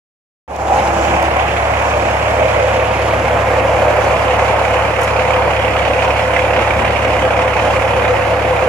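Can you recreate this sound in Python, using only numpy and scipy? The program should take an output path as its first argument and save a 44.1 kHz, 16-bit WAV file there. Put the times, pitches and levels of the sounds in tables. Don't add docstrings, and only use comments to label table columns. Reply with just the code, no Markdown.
import sys
import numpy as np
from scipy import signal
from scipy.fft import rfft, irfft, next_fast_len
from scipy.io import wavfile
from scipy.ndimage import uniform_filter1d

SR = 44100
rng = np.random.default_rng(int(sys.argv[2]) if len(sys.argv) > 2 else 0)


def dump(signal):
    limited = np.clip(np.atleast_2d(signal).T, -1, 1)
    pcm = np.round(limited * 32767).astype(np.int16)
    wavfile.write(sys.argv[1], SR, pcm)


def linear_from_db(decibels):
    return 10 ** (np.asarray(decibels, float) / 20)


N = 382788
FRAME_S = np.arange(N // 128 + 5) * 128 / SR
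FRAME_HZ = np.fft.rfftfreq(512, 1 / SR)[:, None]

FIRING_HZ, SOUND_M_PER_S = 34.977, 343
LEAD_SIDE_MS, LEAD_FRONT_MS = 0.16, -.04

# (time [s], share of the turn to the grille [0-1], engine noise past the door [dB])
WALK = [
    (.5, 0.26, -20),
    (.75, 0.44, -15),
    (1.1, 0.02, 1),
    (2.5, 0.11, 2),
    (3.5, 0.67, -5),
    (4.5, 1, 1),
    (6.9, .95, 1),
    (8.68, 0.84, -3),
]
# (time [s], distance [m])
METRES = [(1.2, 4.9), (2.5, 5), (3.5, 4.3), (4.5, 3.6), (5.5, 2.8), (6.5, 2.45), (8.68, 2.5)]
# (time [s], level [dB])
FADE = [(.478, -24), (.5, -15), (.55, -12), (.62, -7.5), (.7, -6), (.76, -3.5)]


def evened(x):
    return x / np.sqrt(np.mean(x ** 2) + 1e-20)


def read(points, hz):
    f, value = np.transpose(points)
    return np.interp(np.log(hz + 1), np.log(f + 1), value)


def curves(rows, t=None):
    s, *columns = np.transpose(rows)
    t = np.arange(N) / SR if t is None else t
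    return [np.interp(t, s, c) for c in columns]


def swells(rows, rest_db, t=None):
    t = np.arange(N) / SR if t is None else t
    passing = sum(linear_from_db(2 * db) / (1 + ((t - s) / half_s) ** 2) ** 2 for s, db, half_s in rows)
    return 10 * np.log10(linear_from_db(2 * rest_db) + passing)


def drift(hz):
    lowpass = signal.butter(2, hz, fs=SR / 128, output="sos")
    coarse = signal.sosfiltfilt(lowpass, rng.standard_normal(len(FRAME_S)))
    return np.interp(np.arange(N) / SR, FRAME_S, evened(coarse))


def colour(x, points):
    size = next_fast_len(x.shape[-1] + 8192)
    gain = linear_from_db(read(points, np.fft.rfftfreq(size, 1 / SR)))
    return irfft(rfft(x, size) * gain, size)[..., :x.shape[-1]]


def resonate(x, hz, *widths_hz):
    turn = np.exp(2j * np.pi * np.cumsum(hz * np.ones(N)) / SR)
    slow = x * np.conj(turn) + 1e-18
    for r in np.exp(-np.pi * np.array(widths_hz) / SR):
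        slow = signal.lfilter([1 - r], [1, -r], slow)
    return 2 * (turn * slow).real


def turned(side, front, t=None):
    return side + (front - side) * curves(WALK, t)[0]


def throb():
    heard_s = np.arange(N) / SR - curves(METRES)[0] / SOUND_M_PER_S
    return np.cos(2 * np.pi * (FIRING_HZ * heard_s + .68))


def noise_pair(colour_db, patchy_db):
    # (frequency [Hz], likeness [0-1])
    likeness = [(60, 0.96), (300, 0.96), (700, 0.82), (1200, 0.52), (1700, 0.057), (2500, 0.53),
                (3500, 0.47), (5500, 0.12), (15000, .02)]
    a, b, c, d, patches = rng.standard_normal((len(FRAME_S), 257, 5)).T
    patches = uniform_filter1d(patches, size=8, axis=0)
    patches = evened(uniform_filter1d(patches, size=24, axis=1))
    same = np.clip(read(likeness, FRAME_HZ), 0, 1)
    left, other = a + 1j * b, c + 1j * d
    lead_s = turned(LEAD_SIDE_MS, LEAD_FRONT_MS, FRAME_S) / 1000
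    right = same * left * np.exp(2j * np.pi * FRAME_HZ * lead_s) + np.sqrt(1 - same ** 2) * other
    z = np.array([left, right]) * linear_from_db(colour_db + patchy_db * patches)
    return signal.istft(z, nperseg=512, noverlap=384)[1][:, :N]


def wind():
    # (time [s], level [dB], half-length [s])
    gusts = [
        (.8, -43, 0.18),
        (1.3, -48, .1),
        (4.05, -34, .15),
        (5.76, -35, .06),
        (6.8, -28, .08),
        (7.05, -41, .06),
        (7.7, -40, .2),
        (8.68, -39, .1),
    ]
    lumps = colour(rng.standard_normal(N), [(15, -26), (33, -27), (48, -1), (65, 1), (160, -26), (300, -41)])
    return linear_from_db(swells(gusts, rest_db=-52) + 4.2 * drift(6.6)) * evened(lumps)


def road():
    # (frequency [Hz], density [dB per Hz])
    roar_spectrum = [(25, -60), (46, -38), (64, -13.5), (200, -13.5), (430, -11), (500, -3.5), (680, -2.5),
                     (900, -5.5), (1500, -14), (3000, -26), (5000, -32), (8000, -35), (11000, -36),
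                     (15000, -41)]
    # (nearest time [s], level [dB], half-length [s])
    traffic = [
        (.72, -20, 0.16),
        (3.45, -22.5, 0.7),
        (4.1, -22.5, 0.5),
        (7.8, -26, 0.67),
        (8.68, -27, .2),
    ]
    # (nearest time [s], level [dB], half-length [s])
    far_lorries = [
        (1.15, -32.5, .2),
        (2.05, -33, 0.063),
        (5.7, -38, 0.14),
        (6.95, -32, 0.28),
    ]
    roar_rest_db, rumble_rest_db = -19, -32
    rumble_share, hiss_share, shade_share = 0.96, 0.48, 0.28
    roar_db = swells(traffic, roar_rest_db, FRAME_S)
    swell_db = roar_db - roar_rest_db
    rumble_db = swells(far_lorries, rumble_rest_db, FRAME_S) + rumble_share * swell_db
    hiss_db = -hiss_share * swell_db

    low = 1 / (1 + (FRAME_HZ / 420) ** 6)
    high = 1 / (1 + (3500 / (FRAME_HZ + 1)) ** 4)
    flicker_db = 2.7 * drift(24)[np.minimum(np.arange(len(FRAME_S)) * 128, N - 1)]
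    treble_db = hiss_db + flicker_db / (1 + (FRAME_HZ / 8000) ** 4)
    level_db = low * (rumble_db + 11.0) + (1 - low) * roar_db + high * treble_db
    shade_db = shade_share * np.minimum(curves(WALK, FRAME_S)[1] + 4, 0)
    shade_db = shade_db * (1 - high) / (1 + (1600 / (FRAME_HZ + 1)) ** 4)
    wash = colour(noise_pair(level_db + shade_db + 18, patchy_db=1.0), roar_spectrum)
    return linear_from_db(-14.0 + 0.53 * drift(51) + 0.84 * throb()) * evened(wash)


def lorry():
    # (nearest time [s], level [dB], half-length [s])
    axles = [
        (.5, -16, .08),
        (.72, -10.5, 0.036),
        (1.0, -19.5, 0.43),
        (2.43, -14, .05),
        (2.6, -17.5, 0.25),
        (3.9, -17, 0.24),
    ]
    # (nearest time [s], level [dB], half-length [s])
    sprays = [
        (.7, -26.5, 0.18),
        (1.03, -24.5, 0.16),
        (1.75, -29.5, 0.27),
        (2.4, -32, 0.46),
        (4.2, -35, .8),
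    ]
    t = np.arange(N) / SR
    near_hz, far_hz, drop_s, glide_s = 810, 600, 1.57, 0.29
    tyre_hz = far_hz + (near_hz - far_hz) / (1 + np.exp((t - drop_s) / glide_s))
    tyre_air = resonate(noise_pair(0, patchy_db=1.5), tyre_hz, 70, 150)
    tyres = linear_from_db(swells(axles, rest_db=-60)) * evened(tyre_air)

    whine_s, half_s, whine_db = 1.09, 0.28, -27.5
    whine_hz = 334 - 15 * (t - whine_s)
    level_db = whine_db - 12 * np.minimum(abs(t - whine_s) / half_s, 2) ** 6
    whine = np.cos(2 * np.pi * np.cumsum(whine_hz) / SR)
    whine = np.sqrt(2) * linear_from_db(level_db + 0.71 * drift(8.2)) * whine

    hiss_spectrum = [(2500, -32), (4500, -5), (6800, -2), (12000, -13.5), (15000, -10.5)]
    hiss = evened(colour(rng.standard_normal((2, N)), hiss_spectrum))
    hiss = linear_from_db(swells(sprays, rest_db=-40) + 2.0 * drift(16)) * hiss * linear_from_db([[-12], [0]])
    return tyres + whine + hiss


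def ticks():
    # (time [s], peak [dB], left-right [dB], t60 [s])
    grit_cracks = [
        (0.5631, -21, -12.5, 0.004),
        (1.2268, -17, -13, 0.0031),
    ]
    # (time [s], peak [dB], left-right [dB], t60 [s])
    scuffs = [
        (5.011, -32, 6, .03),
        (5.016, -35, 6, .03),
        (5.032, -31, 5.5, 0.046),
        (5.042, -32, 5, .05),
        (5.078, -39, 5, .02),
    ]
    # (frequency [Hz], density [dB per Hz])
    grit_spectrum = [(2000, -21), (5000, -5), (7300, -1), (10500, -5), (13000, -8), (16000, -14)]
    out, t = np.zeros((2, N)), np.arange(3000) / SR
    for s, db, pan_db, t60_s in grit_cracks + scuffs:
        crack = evened(colour(rng.standard_normal(3000), grit_spectrum))
        crack = crack * linear_from_db(db + 10.5 - 60 * t / t60_s)
        out[:, round(s * SR):][:, :3000] += crack * linear_from_db([[pan_db / 2], [-pan_db / 2]])
    return out


def drone():
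    # (time [s], level [dB], half-length [s])
    duct_swells = [
        (2.43, -16, 0.044),
        (3.95, -20.5, 0.26),
        (8.1, -16, 0.22),
        (8.68, -15, 0.17),
    ]
    duct_hz, opens_s, rise_s, rest_db = 515, 2.325, .06, -20.5
    air = resonate(noise_pair(0, patchy_db=.1), duct_hz, 27, 60)
    opened = np.clip((np.arange(N) / SR - opens_s) / rise_s, .05, 1)
    return opened * linear_from_db(swells(duct_swells, rest_db) + 1.8 * throb()) * evened(air)


def iron(since_s, blow):
    # (frequency [Hz], width [Hz], level [dB])
    block_modes = [(1250, 150, -5), (1550, 140, -8), (2150, 150, -3), (2500, 160, -2), (3050, 220, -8)]
    at = np.flatnonzero(np.diff(since_s > 0, prepend=True) & (since_s > 0))
    early = turned(LEAD_SIDE_MS, LEAD_FRONT_MS)[at] * SR / 1000
    chance = np.clip(rng.standard_normal((len(at), len(block_modes), 4)), -1.5, 1.5)
    out = np.zeros((2, N))
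    for k, (hz, width_hz, db) in enumerate(block_modes):
        start = at + 45 * (chance[:, k, 3] + 1)
        index = np.clip([start, start - early], 0, N - 1).astype(int)
        strikes = np.zeros((2, N))
        strikes[[[0], [1]], index] = blow[at] * linear_from_db(2.5 * chance[:, k, :2].T)
        pitch_hz = hz * (1 + 0.057 * np.interp(np.arange(N), at, chance[:, k, 2]))
        out += linear_from_db(db) * evened(resonate(strikes, pitch_hz, width_hz, width_hz))
    return evened(out)


def knock():
    cylinders_db = [0.89, 2.6, 0.99, -2.2, 1.2, -1.5]
    # (frequency [Hz], density [dB per Hz])
    rattle_spectrum = [(300, -26), (700, 6), (1200, -1), (2000, -4), (3000, -8), (4500, -16), (7000, -22.5),
                       (10000, -24), (14000, -47)]
    metres = curves(METRES)[0]
    smear = 0.19 + 0.1 * (metres - metres.min())
    level_db = -11 - 20 * np.log10(metres) + curves(WALK)[1]

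    turns = FIRING_HZ * (np.arange(N) / SR - metres / SOUND_M_PER_S) + .88
    firing = turns.astype(int)
    blow_db, late, valve_db = rng.standard_normal((firing.max() + 1, 3)).T
    blow = linear_from_db(1.9 * np.clip(blow_db[firing], -2, 2) + np.array(cylinders_db)[firing % 6])
    delay_turns = np.clip(.1 + .03 * late[firing], 0, .4)
    since_s = np.maximum(turns % 1 - delay_turns, 0) / FIRING_HZ

    def burst(t, rise_s, fall_s):
        return (1 - np.exp(-t / rise_s)) ** 2 * np.exp(-t / fall_s)

    valves = linear_from_db(2 * valve_db[firing] - 8.5) * burst(np.maximum(since_s - .0155, 0), 0.0026, 0.0047)
    envelope = blow * burst(since_s, 0.003, 0.009) + valves + np.clip(smear, 0, 1)
    rattle = colour(noise_pair(0, patchy_db=2.5) * envelope, rattle_spectrum)
    return linear_from_db(level_db) * evened(evened(rattle) + 0.26 * iron(since_s, blow))


def exhaust():
    # (time [s], second order [dB], third order [dB], third-order delay [cycles])
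    hum_orders = [(.7, -25.5, -33, .75), (1.5, -26, -30, .72), (2.5, -26, -27, .66), (3.5, -26.5, -26, .55),
                  (5, -27.5, -28.5, .42), (6.5, -26.5, -28, .43), (8.68, -28.5, -27, .41)]
    # (multiple of the firing rate, level [dB])
    faint_orders = [(1, -56), (1.667, -46), (3.667, -42), (4.333, -45), (5, -42)]
    second_db, third_db, delay_cycles = curves(hum_orders)
    lean_db = turned(side=-1, front=3)
    turns = FIRING_HZ * np.arange(N) / SR - .53 + 0.01 * drift(2.1)

    def tone(order, db, late_cycles=0):
        wave = np.cos(2 * np.pi * (order * turns - late_cycles))
        return np.sqrt(2) * linear_from_db(db + 0.6 * drift(3.7)) * wave

    second = tone(2, second_db) * linear_from_db([[.4], [-.4]])
    third = tone(3, third_db, delay_cycles) * linear_from_db(np.array([lean_db, -lean_db]) / 2)
    return second + third + sum(tone(order, db, rng.random()) for order, db in faint_orders)


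def scene():
    # (frequency [Hz], gain [dB])
    top_edge = [(13200, 0), (14000, -4), (14600, -14)]
    steady = wind() + road() + lorry() + drone() + knock() + exhaust()
    return colour(steady, top_edge) + ticks()


def port(x, points):
    log_gain = np.log(linear_from_db(read(points, abs(np.fft.fftfreq(4096, 1 / SR)))))
    taps = np.fft.ifft(np.exp(np.conj(signal.hilbert(log_gain)))).real[:2048]
    return signal.oaconvolve(x, taps)[:N]


def starved(x):
    gate_db, gate_hz = -81, 8000
    hz, t, z = signal.stft(x, SR, nperseg=2048, noverlap=1024, window="cosine")
    power = abs(z[:, :1024]) ** 2
    chance_db = 3 * rng.standard_normal((len(t), 64)).T
    limit = linear_from_db(2 * (gate_db + curves(FADE, t)[0] - FADE[-1][1] + chance_db))
    faint_band = power.reshape(2, 64, 16, -1).mean(axis=2) < limit
    faint_line = power < np.repeat(limit, 16, axis=0)
    faint = (np.repeat(faint_band, 16, axis=1) | faint_line) & (hz[:1024, None] > gate_hz)
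    z = np.concatenate([z[:, :1024] * ~faint, z[:, 1024:]], axis=1)
    return signal.istft(z, SR, nperseg=2048, noverlap=1024, window="cosine")[1][:, :N]


def low_pass(x):
    return signal.sosfilt(signal.butter(12, 15720, fs=SR, output="sos"), x)


def record(dry):
    # (frequency [Hz], gain [dB])
    left_port = [(100, 4.5), (7800, -2), (8450, -4.5), (8700, -12), (8950, -14), (9250, -4.5), (10000, 1),
                 (12000, -5), (14000, -6.5)]
    # (frequency [Hz], gain [dB])
    right_port = [(100, 4), (600, 2.5), (1200, 2), (1800, 6), (2400, 11.5), (3000, 7.5), (4000, -5),
                  (5000, -3), (7000, 0), (8000, -4.5), (8700, -15), (9500, -28), (10300, -11.5),
                  (11500, -11), (14000, -13)]
    ports = np.array([port(dry[0], left_port), port(dry[1], right_port)])
    faded = ports * linear_from_db(curves(FADE)[0])
    held = faded / (1 + abs(faded / 1.05) ** 6) ** (1 / 6)
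    started = np.arange(N) > FADE[0][0] * SR
    return low_pass(starved(held) * started)


dry = scene()
out = record(dry)
dump(out)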